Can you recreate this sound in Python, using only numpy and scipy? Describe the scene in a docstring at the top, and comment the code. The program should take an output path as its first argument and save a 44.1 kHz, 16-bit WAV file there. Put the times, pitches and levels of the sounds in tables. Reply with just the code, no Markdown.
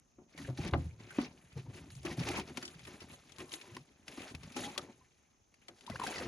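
"""Feet and tackle knock on a small aluminium boat, close to the microphone: each blow rings decaying panel modes.
Soles and gear thud, rub, scrape and snap on the hull (noise slips, jolted sines); grit ticks as noise cracks.
At the end an angler lowers a fish into the still river, and bubbles ring as gliding sines.
Behind the boat lies a far, faint forest hiss of shaped noise, wider than the boat.
The microphone is a phone with two close ports, its deepest bass and highest treble cut."""
import sys
import numpy as np
from scipy import signal
from scipy.fft import rfft, irfft
from scipy.io import wavfile
from scipy.ndimage import uniform_filter1d

SR = 44100
rng = np.random.default_rng(int(sys.argv[2]) if len(sys.argv) > 2 else 0)


def int16_out(signal):
    """Quantize to a 16-bit WAV file."""
    q = np.round(np.clip(np.atleast_2d(signal).T, -1, 1) * 32767)
    wavfile.write(sys.argv[1], SR, q.astype(np.int16))


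N = 276507

# far forest hiss, spectrum shape: f/Hz, level/dB
FOREST_SPECTRUM = [(18, 4), (30, 15.5), (163, -8), (384, -11), (1290, -16.5), (2680, -42), (4550, -59),
                   (5040, -19), (5860, -13), (6490, -4.5), (7940, -39), (10200, -38), (12500, -30),
                   (16200, -71), (22000, -120)]
FOREST_MID_DB = -73.5  # RMS of the part common to both channels

# single bubbles: t/s, peak level/dB, start pitch f/Hz, T60/ms,
# glide/1 (half the pitch change over one T60, as a share of the start pitch)
BUBBLES = [(1.663, -56.5, 887, 48, 0.1), (4.761, -48, 1090, 38, 0.02), (4.792, -41.5, 1280, 25, -0.019),
           (5.009, -61.5, 1016, 78, -0.0047), (5.877, -41, 942, 43, 0.17), (5.898, -37, 730, 24, -0.11),
           (5.918, -46.5, 2010, 40, 0.003), (5.925, -50, 1040, 41, 0.045), (5.937, -47, 528, 70, -0.042),
           (5.956, -42, 870, 23, 0.4), (5.957, -35, 1300, 23, 0.78), (5.957, -49, 2620, 30, 0.2),
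           (5.998, -32, 974, 17, 0.3), (6.015, -31, 966, 38, 0.1), (6.036, -32, 902, 38, 0.014),
           (6.066, -34, 1540, 18, 0.053), (6.076, -39.5, 695, 53, 0.11), (6.078, -38.5, 280, 35, -0.27),
           (6.108, -51, 478, 60, 0.15), (6.158, -37.5, 1990, 28, -0.0085), (6.163, -45, 706, 41, -0.11),
           (6.18, -40.5, 2030, 27, -0.24), (6.211, -38.5, 503, 56, -0.035), (6.044, -38, 810, 25, -0.024),
           (6.197, -42, 700, 34, 0.05)]
# churn of small bubbles around the hand: start t/s, end t/s, middle peak level/dB
CHURN = (5.99, 6.27, -52.5)

# hull panel modes: f/Hz, relative level/dB, T60/s (knocks scale this)
HULL_MODES = [(55, -28.5, 0.21), (83.5, 2.5, 0.2), (103.7, -8.5, 0.6), (126.5, 5.5, 0.13),
              (154.4, 1.5, 0.19), (217, -2.5, 0.11), (249.6, 6, 0.1), (280.5, 0.5, 0.14), (312.8, 4, 0.081),
              (358.3, 3, 0.12), (418, -3.5, 0.064), (501, -9.5, 0.2), (563.5, -1.5, 0.088),
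              (727.7, -5, 0.11), (811, -10, 0.14), (894, -6.5, 0.088), (1005, -7, 0.098),
              (656.4, -6, 0.098)]
# rubbing soles and cloth, spectrum shape: f/Hz, level/dB
SCUFF_SPECTRUM = [(240, -4.5), (400, 7), (543, -6.5), (795, -2), (1050, -9), (1850, -3.5), (2060, -4),
                  (5000, -12), (6500, -10), (11000, -120)]
# fine grit, spectrum shape: f/Hz, level/dB
GRIT_SPECTRUM = [(1470, -101.5), (2500, 1), (4200, 3.5), (5100, -40.5), (6330, 5), (8570, 7.5),
                 (10400, -1.5), (11800, -6), (12500, -61), (16200, -72), (22000, -120)]
# soles, cloth and water dragged along the hull: start t/s, length/s, scuff level/dB, swell/(dB/s),
# grit over scuff level/dB, hull boom level/dB, deck panel level/dB
DRAGS = [(0.188, 0.042, -100, -4, -18, -79, -61.5), (0.295, .075, -73, 90, -7, -81, -81),
         (0.384, 0.1, -56, -11, -5, -51.5, -53.5), (0.51, 0.055, -80, -8, 7, -54, -57),
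         (0.583, 0.098, -51.5, 28, -9.5, -41, -49.5), (0.734, 0.016, -57.5, -91, -11, -31, -44),
         (0.781, 0.11, -64, -22, -4, -54, -65), (1, 0.1, -62, -27, -8.5, -73, -61),
         (1.107, 0.058, -59.5, 83, -4, -79, -74), (1.185, 0.067, -49.5, -22, -14.5, -59, -44.5),
         (1.569, 0.023, -58, 10, -9.5, -51, -58.5), (1.664, 0.031, -69, -7, -18, -51.5, -57),
         (1.818, 0.026, -67, -3, -15, -55.5, -58), (1.739, 0.048, -60.5, 83, -4.5, -63, -60.5),
         (1.915, 0.056, -77.5, -16, 14, -55, -66), (2.059, 0.068, -47.5, -23, -6.5, -55, -47.5),
         (2.176, 0.083, -51, 38, -6.5, -48, -48), (2.271, 0.12, -42.5, -8, -8.5, -68, -50),
         (2.469, 0.027, -54, 10, -13, -58, -73), (2.57, 0.17, -56.5, -52, -2.5, -74, -59),
         (2.747, 0.011, -80, 2, -5, -55, -78), (2.872, 0.087, -58, -12, -5, -80, -59),
         (3.019, 0.012, -55.5, -5, -10, -58, -61), (3.099, 0.044, -63, 5, 2, -73, -57.5),
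         (3.402, 0.0045, -48.5, -40, -6.5, -64, -49), (3.528, 0.019, -56.5, 30, 9.5, -78, -68),
         (3.64, 0.14, -62.5, -14, -6.5, -79, -63.5), (4.079, 0.22, -57, 13, -4, -87, -57.5),
         (4.355, 0.015, -80, -5, -20, -51.5, -77), (4.436, 0.0036, -54.5, -1, -25, -54.5, -76),
         (4.57, 0.078, -47.5, 1, 0, -65, -53), (4.8, 0.11, -68, -120, -19, -72, -47),
         (5.712, 0.016, -87, -30, -16, -70, -65), (5.892, 0.069, -57.5, -32, -15, -50, -69),
         (6.032, 0.076, -49, 15, 0.5, -52.5, -58), (6.105, 0.13, -50.5, 23, -10, -71, -71)]
DRAG_ATTACK_DB_S = 914
SCUFF_FADE_DB_S, BOOM_FADE_DB_S, DECK_FADE_DB_S = 409.5, 156.5, 274
# restless small movements between the drags: t/s, scuff level/dB, hull boom level/dB, deck panel level/dB
STIR = [(0.0, -80.5, -70.5, -79.5), (0.38, -86, -75, -83), (0.59, -66, -57, -62), (0.77, -76.5, -58, -65.5),
        (1.46, -69.5, -64.5, -66), (2.11, -67.5, -58, -75), (2.23, -67, -50, -46.5),
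        (2.71, -63.5, -65.5, -68.5), (3.32, -68, -68, -68), (3.58, -60.5, -67, -72), (3.95, -76, -76, -71),
        (4.36, -68.5, -69, -66), (4.7, -54, -77, -51), (4.98, -73, -71.5, -73.5),
        (5.46, -81.5, -79.5, -81.5), (5.76, -70.5, -80, -71.5), (6.09, -54.5, -75, -57),
        (6.27, -55, -50, -45)]
STIR_GRIT_DB = -4  # fine grit over scuffing
STIR_WAVER_DB, STIR_WAVER_S = 1, 0.03  # RMS waver of scuff and grit, and its smoothing time

# short pitched scrapes and snaps of the hull: t/s, steady length/s, pitch f/Hz, width f/Hz, RMS level/dB
SCRAPES = [(0.34, .02, 2200, 250, -68), (0.387, .006, 1885, 250, -55), (0.448, 0.0055, 1640, 254, -53.5),
           (0.454, 0.055, 286, 39.8, -51.5), (0.482, 0.02, 537, 49.4, -50.5),
           (0.575, 0.032, 827, 61.4, -55.5), (0.901, 0.012, 2390, 240, -69),
           (1.107, 0.014, 1560, 201, -54.5), (2.11, 0.0064, 1906, 202, -47.5),
           (2.235, 0.003, 2280, 250, -43.5), (2.272, 0.032, 802, 85.4, -46), (2.329, 0.028, 2150, 121, -65),
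           (2.344, 0.058, 927, 222, -46.5), (3.385, 0.039, 1050, 67, -60), (3.766, 0.0074, 1053, 158, -51),
           (3.768, 0.0038, 1950, 189, -49.5), (1.566, 0.014, 460, 51, -51),
           (1.574, 0.028, 366, 48.7, -54.5), (1.793, 0.088, 276.7, 50, -59.5),
           (3.449, 0.15, 1050, 110, -68.5), (3.633, 0.08, 990, 90, -68.5), (3.719, 0.11, 139, 50.5, -56.5),
           (3.387, 0.059, 370, 66.3, -53.5), (3.532, 0.054, 330, 51, -58), (3.629, 0.091, 360.5, 80, -63),
           (2.255, 0.18, 369.5, 131.4, -49), (4.566, 0.025, 819, 40.2, -47.5),
           (4.575, 0.05, 572, 49.4, -54), (4.62, 0.017, 790, 60, -51), (4.653, 0.048, 825, 40, -50),
           (4.617, 0.057, 244, 39.2, -47), (4.638, 0.028, 3300, 890, -49.5)]
SCRAPE_WOBBLE_DB, SCRAPE_SLIP_RAD = 3.5, 1.1  # RMS jolts of level and phase
SCRAPE_RISE_S, SCRAPE_FALL_S = 0.002, 0.012  # the fall is never longer than the scrape

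# short low thuds and knocks on the hull: t/s, length/s, pitch f/Hz, peak level/dB
THUDS = [(1.559, 0.018, 131, -35.5), (1.581, 0.026, 129, -37.5), (1.613, 0.015, 150, -50),
         (1.635, 0.026, 135, -47.5), (1.683, 0.021, 111, -39.5), (1.724, .045, 105, -50),
         (1.92, 0.03, 120, -49.5), (1.954, 0.042, 129, -44.5), (2.178, 0.021, 128, -30),
         (2.197, 0.025, 151, -29.5), (2.232, .028, 109, -38), (2.286, .012, 330, -37),
         (2.3, .013, 320, -33)]

# ticks and snaps of tackle and grit: t/s, peak level/dB before the treble trim, brightest f/Hz,
# chance left-right balance/dB
TICKS = [(0.295, -62, 2470, 14), (0.377, -38.5, 1960, -2.5), (0.418, -41, 1480, -2),
         (0.5743, -38.5, 1760, -2), (0.648, -33, 1660, -2.5), (0.676, -36, 5560, 7), (0.711, -46, 3500, 1),
         (1.035, -55, 3200, 0), (1.108, -48, 1570, -20), (1.2152, -36.5, 1860, -9), (1.5266, -53, 2300, -3),
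         (1.903, -45, 2410, -1.5), (1.952, -42.5, 6000, 10), (2.031, -44, 5000, -3),
         (2.052, -33.5, 2240, -6), (2.109, -37, 1900, -6), (2.199, -34, 3330, 0), (2.2345, -36, 2260, -2),
         (2.2876, -22, 2400, -6), (2.316, -35, 2200, -8), (2.397, -31, 2400, -0.5), (2.497, -48, 1710, -1),
         (2.5723, -24, 2200, 6), (2.6262, -34, 1490, 3.5), (2.6517, -34.5, 4930, 25),
         (2.678, -37.5, 2930, 16), (2.793, -42, 1940, 14), (2.851, -43, 2300, 3), (2.873, -39.5, 1900, 3),
         (3.004, -42, 2520, 7), (3.2936, -44, 2270, 6), (3.32, -40, 3340, 22), (3.362, -46, 3300, 3),
         (3.3838, -34.5, 2100, 13), (3.493, -44, 3950, 5), (3.519, -33.5, 2960, 4),
         (3.538, -26.5, 3220, 21), (3.6125, -40, 2500, 2), (3.7476, -44, 2760, 20),
         (3.7669, -37.5, 1930, 0.5), (4.0803, -33.5, 2480, 5), (4.218, -38, 2860, 8), (4.349, -35, 2560, 2),
         (4.4325, -42, 2700, 13), (4.5006, -48, 2330, 3), (4.5207, -42.5, 2940, 3), (4.5655, -34, 1290, 8),
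         (4.778, -20, 3340, 9), (5.5412, -52, 2240, 2.5), (5.616, -58, 1950, 1), (5.683, -36.5, 2570, 23),
         (5.809, -42.5, 2700, 8), (5.865, -39.5, 3600, 12), (5.899, -34.5, 1500, 10), (5.959, -41, 1560, 1),
         (5.997, -32.5, 1100, 1), (6.0358, -32.5, 2700, 5), (6.07, -27, 1540, 6), (6.16, -36, 1940, 1)]
SNAP_T60_S, RATTLE_T60_S, RATTLE_DB = 0.028, 0.042, -2.5  # a short snap over a longer rattle

# blows on the hull: t/s, peak level/dB, centre of the woken modes f/Hz, ring scale (200 = the modes' own T60),
# treble slope/(dB/octave), lift of the struck panel/dB
KNOCKS = [(0.184, -48.5, 242, 210, -4.5, 2), (0.348, -49, 294, 140, -4, 16), (0.397, -40, 271, 270, -4, 13),
          (0.488, -31.5, 127.5, 270, -0.5, 18), (0.588, -29.5, 140, 140, -8, -22),
          (0.652, -33, 246, 220, -0.5, 6), (0.736, -22, 375, 145, 0.5, -4), (0.7455, -27, 690, 130, -7, 1),
          (0.758, -29.5, 78.1, 430, -4, 1), (1.185, -19.5, 281.7, 125, 0, 13.5),
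          (1.206, -32, 257, 240, -15, 26), (2.049, -31, 334, 510, -0.5, 15),
          (2.101, -34.5, 240, 110, -40, -28), (2.178, -34, 200, 87, -7, 5), (2.5, -41.5, 273, 170, -9, -4),
          (2.574, -34, 266, 140, 1.5, 5.5), (2.63, -43.5, 268, 510, -2.5, -1), (2.876, -46, 276, 250, 2, 0),
          (3.409, -41.5, 262, 400, -7, 0), (3.767, -43.5, 280, 150, -8, -11),
          (4.175, -37, 279, 180, 0, 2.5), (4.201, -40.5, 262, 150, -5, -12),
          (4.344, -43.5, 142, 140, 1, 16), (4.564, -30.5, 257, 260, 1, 6.5),
          (4.594, -37.5, 282, 110, -7, 20), (4.777, -32.5, 557, 170, 3, 5.5),
          (5.687, -47, 388, 200, 1.5, 13), (5.901, -36, 213, 60, -7, 21), (5.909, -41, 123, 85, 5, 13),
          (5.999, -39.5, 210, 130, -8, 13), (6.203, -40, 250, 130, -1, 3)]
# dense modes above the panels: lowest f/Hz, span/octaves, level/dB and T60/s at the lowest (knocks scale T60)
SHEET = (1100, 2.0, -11, .1)

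# phase between left and right channels: f/Hz, phase/rad
CHANNEL_PHASE = [(0, 0), (1380, 0.4), (1640, 0.4), (2930, 1.0), (4050, 0.0), (4910, 0.4), (6370, -0.3),
                 (6800, -0.8), (7670, -3.1), (9560, -3.4), (9820, -5.2), (10200, -6.0), (10800, -6.3),
                 (12200, -6.3)]
# level difference between left and right channels: f/Hz, level/dB
CHANNEL_TILT = [(60, -0.5), (110, 0.5), (190, 1), (350, 1.5), (630, 3), (1140, 2.5), (2060, 0.5), (3710, 2),
                (6690, 1), (12000, -1)]
# scatter of opposite sign in the two channels: f/Hz, level/dB
SCATTER = [(60, -20), (300, -22), (1000, -11), (2500, -5), (5000, -7), (8000, -11), (12000, -11)]
BOTTOM_HZ, TOP_HZ = 57, 12000


def undb(db):
    """Turn decibels into an amplitude ratio."""
    return 10 ** (np.asarray(db) / 20)


def unit(x):
    """Scale a signal to an RMS of one."""
    return x / np.sqrt(np.mean(x ** 2))


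def smooth_noise(shape, size):
    """Slow random drift: white noise averaged over a window of this many samples."""
    return uniform_filter1d(rng.standard_normal(shape), size=size)


def read(table, size):
    """Read a (f/Hz, value) table at every frequency bin, interpolating over log frequency."""
    hz, value = np.transpose(table)
    bins_hz = np.fft.rfftfreq(size, 1 / SR)
    return np.interp(np.log(bins_hz + 1), np.log(hz + 1), value)


def colour(x, table):
    """Shape a signal by a spectrum in dB."""
    size = x.shape[-1]
    return irfft(rfft(x) * undb(read(table, size)), size)


def curves(table):
    """Interpolate the columns of a table over time, at every sample."""
    s, *columns = np.transpose(table)
    return [np.interp(np.arange(N) / SR, s, column) for column in columns]


def add(out, s, sound, db):
    """Mix a short sound in at s seconds, scaled to this peak level."""
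    i = int(s * SR)
    n = min(sound.shape[-1], N - i)
    out[..., i:i + n] += sound[..., :n] * undb(db) / np.abs(sound).max()


def forest():
    """Far insects, leaves and water: a smooth hiss whose side part makes it wider than the boat."""
    mid = unit(colour(rng.standard_normal(N), FOREST_SPECTRUM))
    side = unit(colour(rng.standard_normal(N), FOREST_SPECTRUM))
    wide = colour(side, [(60, -4.5), (350, 3.0), (1000, 3.5), (4000, 5.0), (12000, -24.0)])
    return undb(FOREST_MID_DB) * (mid + wide * np.array([[1], [-1]]))


def churn():
    """Many small bubbles at random moments; the lower the pitch, the longer the ring."""
    start, end, middle_db = CHURN
    when, size, pitch = rng.random((240, 3)).T
    hz = 260 * 2 ** (3.4 * pitch)
    peak_db = middle_db + 14 * (size - 0.5)
    t60_ms = 6 + 7000 / hz
    glide = np.full(len(hz), 0.22)
    return np.transpose([start + when * (end - start), peak_db, hz, t60_ms, glide])


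def bubbles():
    """Trapped air rings as a decaying sine whose pitch glides, mostly upward."""
    out, t = np.zeros(N), np.arange(SR // 5) / SR
    every = [*BUBBLES, *churn()]
    # moving water shakes each bubble's phase a little, in turns
    shake = 0.8 * smooth_noise((len(every), len(t)), SR // 250)
    for (s, peak_db, hz, t60_ms, glide), jolt in zip(every, shake):
        age = 1000 * t / t60_ms
        turns = hz * t * (1 + glide * age) + jolt
        # it holds a moment, then dies quickly
        fade = undb(-60 * age ** 1.38) * np.minimum(age / 0.045, 1)
        add(out, s, np.sin(2 * np.pi * turns) * fade, peak_db)
    return out


def grains(rate, spread_db, smear_s):
    """Noise broken into slips of uneven but bounded size, each with a sharp start and a short tail."""
    starts = rng.random(N) < rate / SR  # rate is in slips per second
    size = starts * undb(spread_db * np.minimum(rng.exponential(size=N), 3.5))
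    tail = signal.lfilter([1], [1, -np.exp(-1 / (smear_s * SR))], size)
    return unit(tail * rng.standard_normal(N))


def ring(push, lo_hz, hi_hz):
    """Hull modes between two frequencies, driven by a force as decaying resonators."""
    out = 0
    for hz, db, t60 in HULL_MODES:
        if lo_hz <= hz < hi_hz:
            pole = np.exp(2j * np.pi * hz / SR - np.log(1000) / (t60 * SR))
            out = out + undb(db) * signal.lfilter([1], [1, -pole], push).imag
    return unit(out)


def patchy(table, edges_hz, rate, spread_db, smear_s):
    """Rubbing touches many spots at once: each octave or so of the spectrum slips in its own time."""
    out = 0
    for hz in edges_hz:
        window = [(hz / 4, -40), (hz / 2, -12), (hz, 0), (hz * 2, -12), (hz * 4, -40)]
        out = out + colour(grains(rate, spread_db, smear_s), window)
    return unit(colour(out, table))


def drags(fade_db_s, level_db, swell_db_s):
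    """Power of the drags: each sets in quickly, holds, swells or sinks for its length, then fades."""
    t = np.arange(N) / SR
    power = np.zeros(N)
    for (s, length, *_), db, swell in zip(DRAGS, level_db, swell_db_s):
        held = np.clip(t - s, 0, length)
        attack_db = -DRAG_ATTACK_DB_S * np.maximum(s - t, 0)
        fade_db = -fade_db_s * np.maximum(t - s - length, 0)
        power += undb(2 * (db + swell * held + attack_db + fade_db))
    return power


def shuffle():
    """Soles slip on the floor: slow slips boom, quicker ones rattle the panels, rubbing scuffs and crackles."""
    _, _, scuff_db, swell, grit_db, boom_db, deck_db = np.transpose(DRAGS)
    stir, stir_boom, stir_deck = (undb(2 * level_db) for level_db in curves(STIR))
    # the small scuffs come and go
    waver = unit(smooth_noise(N, int(STIR_WAVER_S * SR)))
    stir = stir * undb(2 * STIR_WAVER_DB * waver)
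    stir_grit = stir * undb(2 * STIR_GRIT_DB)

    boom = ring(grains(90, 2.2, 0.008), lo_hz=0, hi_hz=180)
    deck = ring(grains(150, 2.5, 0.005), lo_hz=180, hi_hz=1100)
    scuff = patchy(SCUFF_SPECTRUM, (600, 1200, 2400, 4800), 450, 2.4, 0.005)
    grit = patchy(GRIT_SPECTRUM, (2800, 5600, 11200), 500, 0.83, 0.006)

    # small movements and drags add as powers; the boom does not swell
    boom_power = stir_boom + drags(BOOM_FADE_DB_S, boom_db, 0 * swell)
    deck_power = stir_deck + drags(DECK_FADE_DB_S, deck_db, swell)
    scuff_power = stir + drags(SCUFF_FADE_DB_S, scuff_db, swell)
    grit_power = stir_grit + drags(SCUFF_FADE_DB_S, scuff_db + grit_db, swell)
    return (boom * np.sqrt(boom_power) + deck * np.sqrt(deck_power)
            + scuff * np.sqrt(scuff_power) + grit * np.sqrt(grit_power))


def scrapes():
    """Short pitched scrapes and snaps of the hull: a sine whose size and phase are jolted unevenly."""
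    out, t = np.zeros(N), np.arange(SR // 3) / SR
    for s, length, hz, width_hz, db in SCRAPES:
        # a wider pitch means faster jolts
        drift, wobble = (unit(smooth_noise(len(t), int(SR / width_hz))) for _ in range(2))
        tone = np.sin(2 * np.pi * hz * t + SCRAPE_SLIP_RAD * drift) * undb(SCRAPE_WOBBLE_DB * wobble)
        edges = np.cumsum([0, SCRAPE_RISE_S, length, min(SCRAPE_FALL_S, length)])
        level = np.std(tone[:int(edges[-1] * SR)])
        tone = tone / level * np.interp(t, edges, [0, 1, 1, 0])
        i = int((s - SCRAPE_RISE_S) * SR)
        out[i:i + len(t)] += undb(db) * tone
    return out


def thuds():
    """Short low thuds and knocks on the hull: a few swings of a sine that swell and are stopped."""
    out = np.zeros(N)
    for s, length, hz, peak_db in THUDS:
        t = np.arange(int(length * SR)) / SR
        swell = np.sin(np.pi * t / length) ** 0.55
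        add(out, s, swell * np.sin(2 * np.pi * hz * t), peak_db)
    return out


def ticks():
    """Tackle and grit crack as noise around a pitch, sharp at the start, with a chance balance between the ports."""
    out, t = np.zeros((2, N)), np.arange(4096) / SR
    snap = undb(-60 * t / SNAP_T60_S)
    rattle = undb(RATTLE_DB - 60 * t / RATTLE_T60_S)
    fade = np.minimum(t / 0.00032, 1) * (snap + rattle)
    for s, peak_db, hz, balance_db in TICKS:
        shape = [(hz / 8, -22), (hz / 2, -9), (hz / 1.17, -5), (hz, 0),
                 (hz * 1.33, -5), (hz * 4, -13), (30000, -20)]
        crack = colour(rng.standard_normal(len(t)), shape) * fade
        add(out, s, crack * undb([[balance_db / 2], [-balance_db / 2]]), peak_db)
    return colour(out, [(10500, 0.5), (12300, -11)])  # treble trim


def knocks():
    """A blow rings the modes near it: panels start nearly in step, the dense sheet modes loosely."""
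    out, t = np.zeros(N), np.arange(SR // 2) / SR
    low_hz, span, sheet_db, sheet_t60 = SHEET
    step = 2 ** np.linspace(0, span, num=40)
    sheet = np.transpose([low_hz * step, sheet_db - 6 * np.log2(step), sheet_t60 / step ** 0.7])
    hz, db, t60 = (column[:, None] for column in np.transpose([*HULL_MODES, *sheet]))
    start_spread_turns = np.where(hz < low_hz, 0.2, 1)
    chance = rng.standard_normal((len(KNOCKS), 3, len(hz), 1))
    for knock, (spread, start, detune) in zip(KNOCKS, chance):
        s, peak_db, centre_hz, ring_scale, slope_db, lift_db = knock
        octaves = np.log2(hz / centre_hz)
        # the slope above the centre sets how much treble the contact wakes
        near_db = np.where(octaves > 0, slope_db, 10.5) * octaves
        # the panel under the blow stands out or holds back
        near_db = near_db + lift_db * np.exp(-(octaves / 0.11) ** 2) + 1.5 * spread
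        decay = undb(-60 * t / (t60 * ring_scale / 200))
        onset = 1 - np.exp(-t * hz * 2.65)
        turns = hz * (1 + 0.025 * detune) * t + start_spread_turns * start
        modes = undb(db + near_db) * decay * onset * np.sin(2 * np.pi * turns)
        add(out, s, modes.sum(axis=0), peak_db)
    return out


def ports(near):
    """Two close ports: phase and level differences that change with pitch, and some scatter unlike at each."""
    half = np.array([[0.5], [-0.5]])
    phase = np.interp(np.fft.rfftfreq(N, 1 / SR), *np.transpose(CHANNEL_PHASE))
    tilt = undb(half * read(CHANNEL_TILT, N))
    direct = irfft(rfft(near) * tilt * np.exp(1j * half * phase), N)
    t = np.arange(2048) / SR
    echo = rng.standard_normal(2048) * undb(-60 * t / 0.05)
    echo = signal.fftconvolve(near[0], echo / np.linalg.norm(echo))[:N]
    # sounds come from ever-changing spots, so the scatter keeps changing sign and size
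    wander = unit(smooth_noise(N, SR // 40))
    return direct + 2 * half * colour(echo * wander, SCATTER)


def scene():
    """The boat close to the two ports, over the far forest."""
    boat = bubbles() + shuffle() + scrapes() + thuds() + ticks() + knocks()
    return forest() + ports(boat)


def record(dry):
    """The phone rolls off the deepest bass and cuts the top."""
    bass_cut = signal.butter(3, BOTTOM_HZ, "highpass", fs=SR, output="sos")
    top_cut = signal.ellip(10, 0.2, 80, TOP_HZ, fs=SR, output="sos")
    return signal.sosfilt(top_cut, signal.sosfilt(bass_cut, dry))


dry = scene()
out = record(dry)
int16_out(out)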